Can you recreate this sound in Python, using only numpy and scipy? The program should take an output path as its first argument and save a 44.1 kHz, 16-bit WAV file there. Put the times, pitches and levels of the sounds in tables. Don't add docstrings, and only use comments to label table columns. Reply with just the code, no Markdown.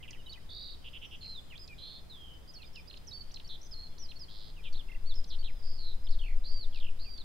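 import sys
import numpy as np
from scipy import signal
from scipy.fft import rfft, irfft
from scipy.io import wavfile

SR = 44100
rng = np.random.default_rng(int(sys.argv[2]) if len(sys.argv) > 2 else 0)


def output_pcm(signal):
    pcm = np.clip(np.atleast_2d(signal).T, -1, 1) * 32767
    wavfile.write(sys.argv[1], SR, np.round(pcm).astype(np.int16))


N = 319283
TIME = np.arange(N) / SR
FREQS = np.fft.rfftfreq(N, 1 / SR)


def gain_of(db):
    return 10 ** (np.asarray(db) / 20)


def unit_rms(x):
    return x / np.sqrt(np.mean(x ** 2) + 1e-20)


def over_freqs(points):
    hz, value = np.transpose(points)
    return np.interp(np.log(FREQS + 1), np.log(hz + 1), value)


def envelope(points):
    return gain_of(np.interp(TIME, *np.transpose(points)))


def add(mix, start_s, sound):
    part = mix[max(0, round(start_s * SR)):][:len(sound)]
    part += sound[:len(part)]


def wander(cutoff_hz):
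    return unit_rms(irfft(rfft(rng.standard_normal(N)) / (1 + (FREQS / cutoff_hz) ** 4), N))


def stereo_noise(spectrum, correlation):
    left, independent = rfft(rng.standard_normal((2, N)))
    right = correlation * left + np.sqrt(1 - correlation ** 2) * independent
    return unit_rms(irfft(np.array([left, right]) * gain_of(over_freqs(spectrum)), N))


def scatter(sound, delay_s, t60_s):
    t = np.arange(SR) / SR
    taps = rng.standard_normal((2, SR)) * (t > delay_s) * gain_of(-60 * t / t60_s)
    taps /= np.linalg.norm(taps, axis=1, keepdims=True)
    return signal.fftconvolve(sound[None], taps, axes=1)[:, :N]


# freq_hz, relative_db
RUMBLE_SPECTRUM = [(12, -47.5), (20, -3.5), (25, -8), (32, -11), (69, -10), (97, -17), (152, -21.5),
                   (307, -28), (671, -32.5), (1700, -40), (2210, -70), (3740, -120)]
# freq_hz, correlation
RUMBLE_CORRELATION = [(60, 0.16), (110, 0.27), (220, -0.0011), (420, 0.078), (810, 0.0069), (1550, 0.022),
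                      (2970, 0.74), (5690, 0.63)]
def distant_rumble(level_db=-52):
    return gain_of(level_db) * stereo_noise(RUMBLE_SPECTRUM, over_freqs(RUMBLE_CORRELATION))


# time_s, level_db
HUM_LEVELS = [(0, -73.5), (3.8, -73), (4.3, -65), (5.2, -68.5), (6, -80)]
def distant_hum(pitch_hz=154.4, waver=0.01205):
    wavering_hz = pitch_hz * (1 + waver * wander(7.82))
    return envelope(HUM_LEVELS) * unit_rms(np.sin(2 * np.pi * np.cumsum(wavering_hz) / SR))


# freq_hz, relative_db
HISS_SPECTRUM = [(1300, -36), (1800, 4), (3000, 1.5), (5000, -1.5), (7000, -5), (10000, -5.5), (15500, -8)]
def hiss(level_db=-66.5):
    return gain_of(level_db) * stereo_noise(HISS_SPECTRUM, correlation=0.066)


# time_s, level_db
GUST_LEVELS = [(0, -46), (2.9, -53), (3.7, -39.5), (4.4, -44.5), (4.8, -30), (5.4, -26), (5.85, -33.5),
               (6.2, -19), (6.6, -29), (6.8, -29.5), (7.2, -34)]
# freq_hz, relative_db
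BUFFET_SPECTRUM = [(1, -24.5), (6, 2.5), (14, -7), (26, -17.5), (42, -31.5), (100, -57.5), (250, -101)]
def wind(left_db=2.5, right_db=-0.6):
    eddies = stereo_noise(BUFFET_SPECTRUM, correlation=1.0)
    return envelope(GUST_LEVELS) * gain_of([[left_db], [right_db]]) * eddies


# start_s, end_s, pitch_hz, spread_hz, notes_per_s, level_db
TWITTERS = [(0, 7.2, 4970, 171, 60, -70), (0, 7.2, 3304, 350, 60, -68), (0.98, 1.16, 5740, 300, 40, -66),
            (1.2, 1.76, 7260, 500, 45, -73)]
def far_birds(shortest_s=0.0045, extra_s=0.0251, spread_db=3, direct_db=-5):
    song = np.zeros(N)
    for start_s, end_s, pitch_hz, spread_hz, notes_per_s, level_db in TWITTERS:
        for k in range(int((end_s - start_s) * notes_per_s)):
            size = int(SR * (shortest_s + extra_s * rng.random()))
            glide_hz = np.linspace(*rng.normal(pitch_hz, spread_hz, 2), size)
            slur = np.hanning(size) * np.sin(2 * np.pi * np.cumsum(glide_hz) / SR)
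            onset_s = start_s + (k + rng.random()) / notes_per_s
            add(song, onset_s, gain_of(rng.normal(level_db, spread_db)) * slur)
    return gain_of(direct_db) * song + scatter(song, delay_s=0.0032, t60_s=0.26)


def syrinx(note, drift, edge_s=0.0007, jitter=0.0082, shimmer_db=1.0, depth_jitter=0.11, overtone_db=-44):
    start_s, length_s, *arc_points_hz, level_db, swell_db, sweeps_per_s, depth_hz, falling, muting = note
    t = np.arange(int(length_s * SR)) / SR
    progress = t / length_s
    pitch_drift, level_drift, depth_drift = drift[:, (int(start_s * SR) + np.arange(len(t))) % N]
    cycle = sweeps_per_s * (t + 0.055 / 150 * level_drift) % 1
    falling = np.clip(falling, .05, .95)
    arc_hz = np.polyval(np.polyfit([0, .5, 1], arc_points_hz, 2), progress)
    sweep_hz = depth_hz * (1 + depth_jitter * depth_drift) * np.interp(cycle, [0, falling, 1], [1, -1, 1])
    phase = 2 * np.pi * np.cumsum(arc_hz * (1 + jitter * pitch_drift) + sweep_hz) / SR
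    tone = np.sin(phase) + gain_of(overtone_db) * np.sin(2 * phase)
    shut = np.interp(cycle / falling, [0, .2, .8, 1], [1, 0, 0, 1])
    pressure = np.sin(np.pi * progress) ** 0.16 * np.minimum(1, np.minimum(t, length_s - t) / edge_s)
    gain = gain_of(level_db + swell_db * (progress - .5) + shimmer_db * level_drift)
    return gain * pressure * (1 - muting * shut) * tone


def throat_tilt_db(from_hz, to_hz, best_hz=3830, octave_off_db=-11.5):
    return octave_off_db * (np.log2(to_hz / best_hz) ** 2 - np.log2(from_hz / best_hz) ** 2)


def whistle(start_s, length_s, from_hz, mid_hz, to_hz, level_db, swell_db=0):
    return [start_s, length_s, from_hz, mid_hz, to_hz, level_db, swell_db, 0, 0, .5, 0]


def pip(start_s, length_s, pitch_hz, level_db, end_ratio=0.95):
    return whistle(start_s, length_s, end_ratio * pitch_hz, pitch_hz, end_ratio * pitch_hz, level_db)


def trill(start_s, length_s, from_hz, mid_hz, to_hz, level_db, sweeps_per_s, depth_hz, falling, muting):
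    swell_db = -7 * np.exp(-length_s / 0.13) + throat_tilt_db(from_hz, to_hz)
    return [start_s, length_s, from_hz, mid_hz, to_hz, level_db, swell_db,
            sweeps_per_s, depth_hz, falling, muting]


def chip(start_s, length_s, from_hz, to_hz, level_db):
    return whistle(start_s, length_s, from_hz, (from_hz + to_hz) / 2, to_hz, level_db)


def repeat(note, count, every_s, step_db, pitch_ratio=1):
    start_s, length_s, from_hz, mid_hz, to_hz, level_db, *rest = note
    arc_hz = np.array([from_hz, mid_hz, to_hz])
    return [[start_s + k * every_s, length_s, *arc_hz * pitch_ratio ** k, level_db + k * step_db, *rest]
            for k in range(count)]


def runs():
    low = pip(start_s=0.004, length_s=0.016, pitch_hz=2107, level_db=-58.5)
    buzz = trill(start_s=0.0273, length_s=0.032, from_hz=2980, mid_hz=2700, to_hz=2170, level_db=-47.5,
                 sweeps_per_s=123, depth_hz=422, falling=0.68, muting=0.8)
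    stair = pip(start_s=0.323, length_s=0.0106, pitch_hz=3904, level_db=-43)
    slur = whistle(start_s=1.216, length_s=0.018, from_hz=3600, mid_hz=3330, to_hz=2400, level_db=-54.5)
    upper = pip(start_s=4.8844, length_s=0.00723, pitch_hz=2700, level_db=-51.5)
    lower = pip(start_s=4.894, length_s=0.0146, pitch_hz=2140, level_db=-50.5)
    return (repeat(low, count=4, every_s=0.051, step_db=0, pitch_ratio=0.98)
            + repeat(buzz, count=3, every_s=0.051, step_db=-1)
            + repeat(stair, count=4, every_s=0.017, step_db=-3.5, pitch_ratio=0.8)
            + repeat(slur, count=3, every_s=0.021, step_db=-2, pitch_ratio=0.87)
            + repeat(upper, count=3, every_s=0.0313, step_db=0.8)
            + repeat(lower, count=3, every_s=0.0305, step_db=-1.5, pitch_ratio=0.97))


# start_s, pitch_hz, level_db
TICK_NOTES = [(0.107, 7070, -44), (0.3324, 5480, -45), (1.577, 5130, -46), (1.677, 5800, -43),
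              (2.757, 5700, -43.5), (2.9741, 5410, -45), (3.342, 6200, -38.5), (4.73, 6550, -50.5),
              (5.242, 5800, -44.5), (7.178, 5300, -45)]
def ticks(length_s=0.005, end_ratio=0.59, lead_ratio=1.38, lead_db=-14):
    for start_s, pitch_hz, level_db in TICK_NOTES:
        yield chip(start_s - length_s / 2, length_s / 2, lead_ratio * pitch_hz, pitch_hz, level_db + lead_db)
        yield chip(start_s, length_s, pitch_hz, end_ratio * pitch_hz, level_db)


# start_s, length_s, from_hz, mid_hz, to_hz, level_db
WHISTLE_NOTES = [(0.172, 0.048, 3120, 2950, 2780, -57.5), (0.266, 0.023, 3160, 2975, 3030, -48.5),
                 (1.52, 0.024, 2480, 2010, 1900, -56.5), (5.585, 0.029, 5100, 4950, 4750, -59),
                 (6.068, 0.0088, 3830, 3400, 3000, -46), (1.348, 0.052, 3970, 3610, 3424, -43.5),
                 (1.546, 0.021, 2040, 3230, 3410, -49), (1.592, 0.064, 4950, 5044, 4740, -48.5),
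                 (1.787, 0.2, 3950, 4188, 4230, -49), (2.537, 0.045, 6100, 4570, 4440, -48),
                 (3.07, 0.03, 6290, 5400, 5000, -46), (3.109, 0.017, 4820, 3890, 4014, -44),
                 (3.126, 0.098, 4430, 4534, 4495, -41), (3.308, 0.014, 2050, 4860, 6300, -53),
                 (3.7105, 0.034, 5290, 4960, 4180, -44.5), (3.9805, 0.0071, 3500, 5070, 6640, -51.5),
                 (3.99, 0.075, 6010, 5530, 4420, -48), (4.193, 0.008, 5660, 5300, 5020, -49),
                 (4.204, 0.044, 5010, 4880, 4150, -45), (4.726, 0.024, 4360, 4440, 3160, -46),
                 (4.752, 0.03, 3280, 4340, 3200, -47), (4.784, 0.031, 3650, 3460, 2780, -47),
                 (5.058, 0.045, 4090, 4500, 4290, -50), (5.0947, 0.04, 4450, 3680, 3410, -45),
                 (5.14, 0.0043, 3840, 4510, 5180, -45), (5.1524, 0.052, 5330, 5130, 5040, -47),
                 (5.275, 0.026, 5850, 6020, 4760, -55.5), (5.482, 0.03, 2800, 2270, 1800, -52.5),
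                 (6.15, 0.2, 4420, 4340, 4220, -64.5)]
def whistles(fade_db_per_s=-25):
    for start_s, length_s, from_hz, mid_hz, to_hz, level_db in WHISTLE_NOTES:
        swell_db = throat_tilt_db(from_hz, to_hz) + fade_db_per_s * length_s
        yield whistle(start_s, length_s, from_hz, mid_hz, to_hz, level_db, swell_db)


# start_s, length_s, pitch_hz, level_db
PIP_NOTES = [(0.26, 0.012, 3850, -50), (0.2932, 0.027, 4560, -44), (1.209, 0.022, 4330, -47),
             (2.4764, 0.039, 4980, -50.5), (2.643, 0.012, 3700, -51.5), (2.656, 0.029, 5000, -56.5),
             (2.874, 0.014, 4960, -49.5), (3.4447, 0.02, 4590, -48.5), (3.476, 0.0047, 5500, -48),
             (3.614, 0.0071, 5820, -50.5), (4.156, 0.025, 4460, -49.5), (4.283, 0.009, 3260, -51.5),
             (5.3877, 0.032, 4550, -48), (5.427, 0.011, 3160, -48), (6.041, 0.024, 5090, -55),
             (6.087, 0.0094, 4440, -47), (6.725, 0.012, 3410, -50)]
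def pips():
    return [pip(*row) for row in PIP_NOTES]


# start_s, length_s, from_hz, mid_hz, to_hz, level_db,
# sweeps_per_s, depth_hz, falling_share, muting_share
TRILL_NOTES = [(0.4904, 0.26, 3630, 3860, 3800, -43, 63.6, 270, 0.6, 0.64),
               (0.501, 0.24, 4465, 4540, 4480, -40.5, 63.6, 220, 0.27, 0.7),
               (1.2286, 0.124, 4195, 4190, 4080, -41.5, 64, 140, 0.22, 0.3),
               (1.225, 0.112, 4620, 4780, 4900, -49, 56, 450, 0.15, 0.8),
               (1.78, 0.22, 3650, 3910, 3870, -47.5, 150, 610, 0.52, 0.03),
               (2.0968, 0.11, 4230, 3510, 3240, -49, 88, 143, 0.91, 0.3),
               (2.196, 0.18, 3280, 3100, 3083, -49, 84, 80, 0.69, 0.74),
               (2.731, 0.092, 5320, 5110, 4990, -56.5, 87.3, 240, 0.51, 0.28),
               (3.49, 0.074, 3920, 3750, 3700, -42.5, 136, 500, 0.67, 0.3),
               (3.629, 0.05, 6070, 6090, 5840, -50.5, 61, 410, 0.42, 0.6),
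               (3.738, 0.14, 4240, 4268, 4260, -44, 62, 124, 0.41, 0.3),
               (4.292, 0.22, 4100, 4170, 4180, -45.5, 106, 1000, 0.34, 0.76),
               (4.64, 0.051, 3495, 3150, 3420, -45, 194, 550, 0.65, 0.8),
               (5.3, 0.056, 4550, 3710, 3660, -43, 110, 746, 0.98, 0.6),
               (5.441, 0.044, 3740, 3710, 3180, -44.5, 75.3, 590, 0.78, 0.55),
               (5.624, 0.16, 4890, 4850, 4830, -49.5, 52, 343, 0.74, 0),
               (5.779, 0.16, 4530, 4143, 3840, -43.5, 167, 238, 0.78, 0.8),
               (6.1035, 0.052, 4940, 4370, 3980, -46.5, 190, 610, 0.2, 0.37),
               (6.188, 0.16, 3620, 2505, 2125, -48.5, 44, 300, 0.42, 0.36),
               (6.745, 0.063, 4400, 3910, 3720, -43.5, 73, 1160, 0.3, 0.95),
               (6.802, 0.098, 3520, 2940, 2750, -45.5, 50, 380, 0.65, 0.7)]
def trills():
    return [trill(*row) for row in TRILL_NOTES]


# start_s, level_db, sweeps_per_s
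CHURR_NOTES = [(0.843, -43, 130), (0.931, -41, 146), (1.015, -41, 160), (1.111, -43, 136)]
def churrs(length_s=0.047, pitch_hz=3015, swell_db=5, depth_hz=490, falling=0.696, muting=0.82):
    for start_s, level_db, sweeps_per_s in CHURR_NOTES:
        yield [start_s, length_s, pitch_hz, pitch_hz, pitch_hz, level_db, swell_db,
               sweeps_per_s, depth_hz, falling, muting]


# start_s, length_s, from_hz, level_db
LOW_SLUR_NOTES = [(1.5, 0.052, 3250, -50.5), (1.6865, 0.052, 2600, -50), (2.584, 0.068, 2930, -57.5),
                  (2.75, 0.052, 3195, -49.5), (4.564, 0.045, 3050, -56), (4.631, 0.059, 3200, -53),
                  (6.733, 0.06, 3250, -52), (7.046, 0.046, 2860, -55.5)]
def low_slurs(settle_hz=2371, swell_db=2.5):
    for start_s, length_s, from_hz, level_db in LOW_SLUR_NOTES:
        mid_hz = settle_hz + 0.297 * (from_hz - settle_hz)
        yield whistle(start_s, length_s, from_hz, mid_hz, settle_hz, level_db, swell_db)


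# break_s, pip_length_s, pip_db, plunge_length_s, plunge_db
HOOK_NOTES = [(2.627, 0.0079, -48, 0.008, -46), (2.909, 0.01, -46.5, 0.0047, -43.5),
              (2.939, 0.01, -48.5, 0.005, -44.5), (2.969, 0.007, -51, 0.0052, -48.5),
              (3.3677, 0.008, -41.5, 0.008, -46), (3.398, 0.012, -59, 0.005, -44.5),
              (4.109, 0.022, -48, 0.014, -46.5)]
def hooks(pip_hz=4220, from_hz=4500, to_hz=2330):
    for break_s, pip_length_s, pip_db, plunge_length_s, plunge_db in HOOK_NOTES:
        yield pip(break_s - pip_length_s, pip_length_s, pip_hz, pip_db)
        yield chip(break_s, plunge_length_s, from_hz, to_hz, plunge_db)


# start_s, length_s, level_db
ARCH_NOTES = [(6.435, 0.219, -43.5), (6.986, 0.24, -47.5)]
def arched_whistles(drift, top_hz=4753, jitter=0.006, shimmer_db=1.5, attack_s=0.018, release_s=0.0068):
    climb_hz, climb_s, dive_hz, dive_s = 847, 0.03, 1404, 0.028
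    vibrato_per_s, depth_hz, vibrato_s = 59, 380, 0.094
    song = np.zeros(N)
    for start_s, length_s, level_db in ARCH_NOTES:
        t = np.arange(int(length_s * SR)) / SR
        pitch_drift, level_drift, _ = drift[:, (int(start_s * SR) + np.arange(len(t))) % N]
        arc_hz = top_hz - climb_hz * np.exp(-t / climb_s) - dive_hz * np.exp((t - length_s) / dive_s)
        vibrato_hz = depth_hz * np.exp(-(t / vibrato_s) ** 2) * np.cos(2 * np.pi * vibrato_per_s * t)
        pressure = np.minimum(1, np.minimum(t / attack_s, (length_s - t) / release_s))
        tone = np.sin(2 * np.pi * np.cumsum(arc_hz * (1 + jitter * pitch_drift) + vibrato_hz) / SR)
        add(song, start_s, gain_of(level_db + shimmer_db * level_drift) * pressure * tone)
    return song


def bird():
    drift = np.array([wander(240), wander(89.5), wander(180)])
    song = np.zeros(N)
    for note in [*runs(), *ticks(), *whistles(), *pips(), *trills(), *churrs(), *low_slurs(), *hooks()]:
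        add(song, note[0], syrinx(note, drift))
    return song + arched_whistles(drift)


def grain_field(song, left_db=-5.3, bounce_db=-8, bounce_s=0.0029, stalks_db=-10, tail_db=-15):
    pan = gain_of([[left_db], [0]])
    bounces = np.zeros((2, N))
    for channel in bounces:
        for order in (1, 2):
            delay_s = order * bounce_s * (1 + rng.random() / 2)
            add(channel, delay_s, gain_of(bounce_db) / order * song)
    stalks = gain_of(stalks_db) * scatter(song, delay_s=0.00063, t60_s=0.13)
    tail = gain_of(tail_db) * scatter(song, delay_s=0.015, t60_s=0.78)
    return pan * (song + bounces) + np.sqrt(pan) * stalks + tail


def scene():
    return grain_field(bird()) + distant_rumble() + distant_hum() + hiss() + wind() + far_birds()


def record(dry, cutoff_hz=15750):
    lowpass = signal.firwin(511, cutoff_hz, window=("kaiser", 9), fs=SR)
    return signal.oaconvolve(dry, lowpass[None], "same")


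dry = scene()
out = record(dry)
output_pcm(out)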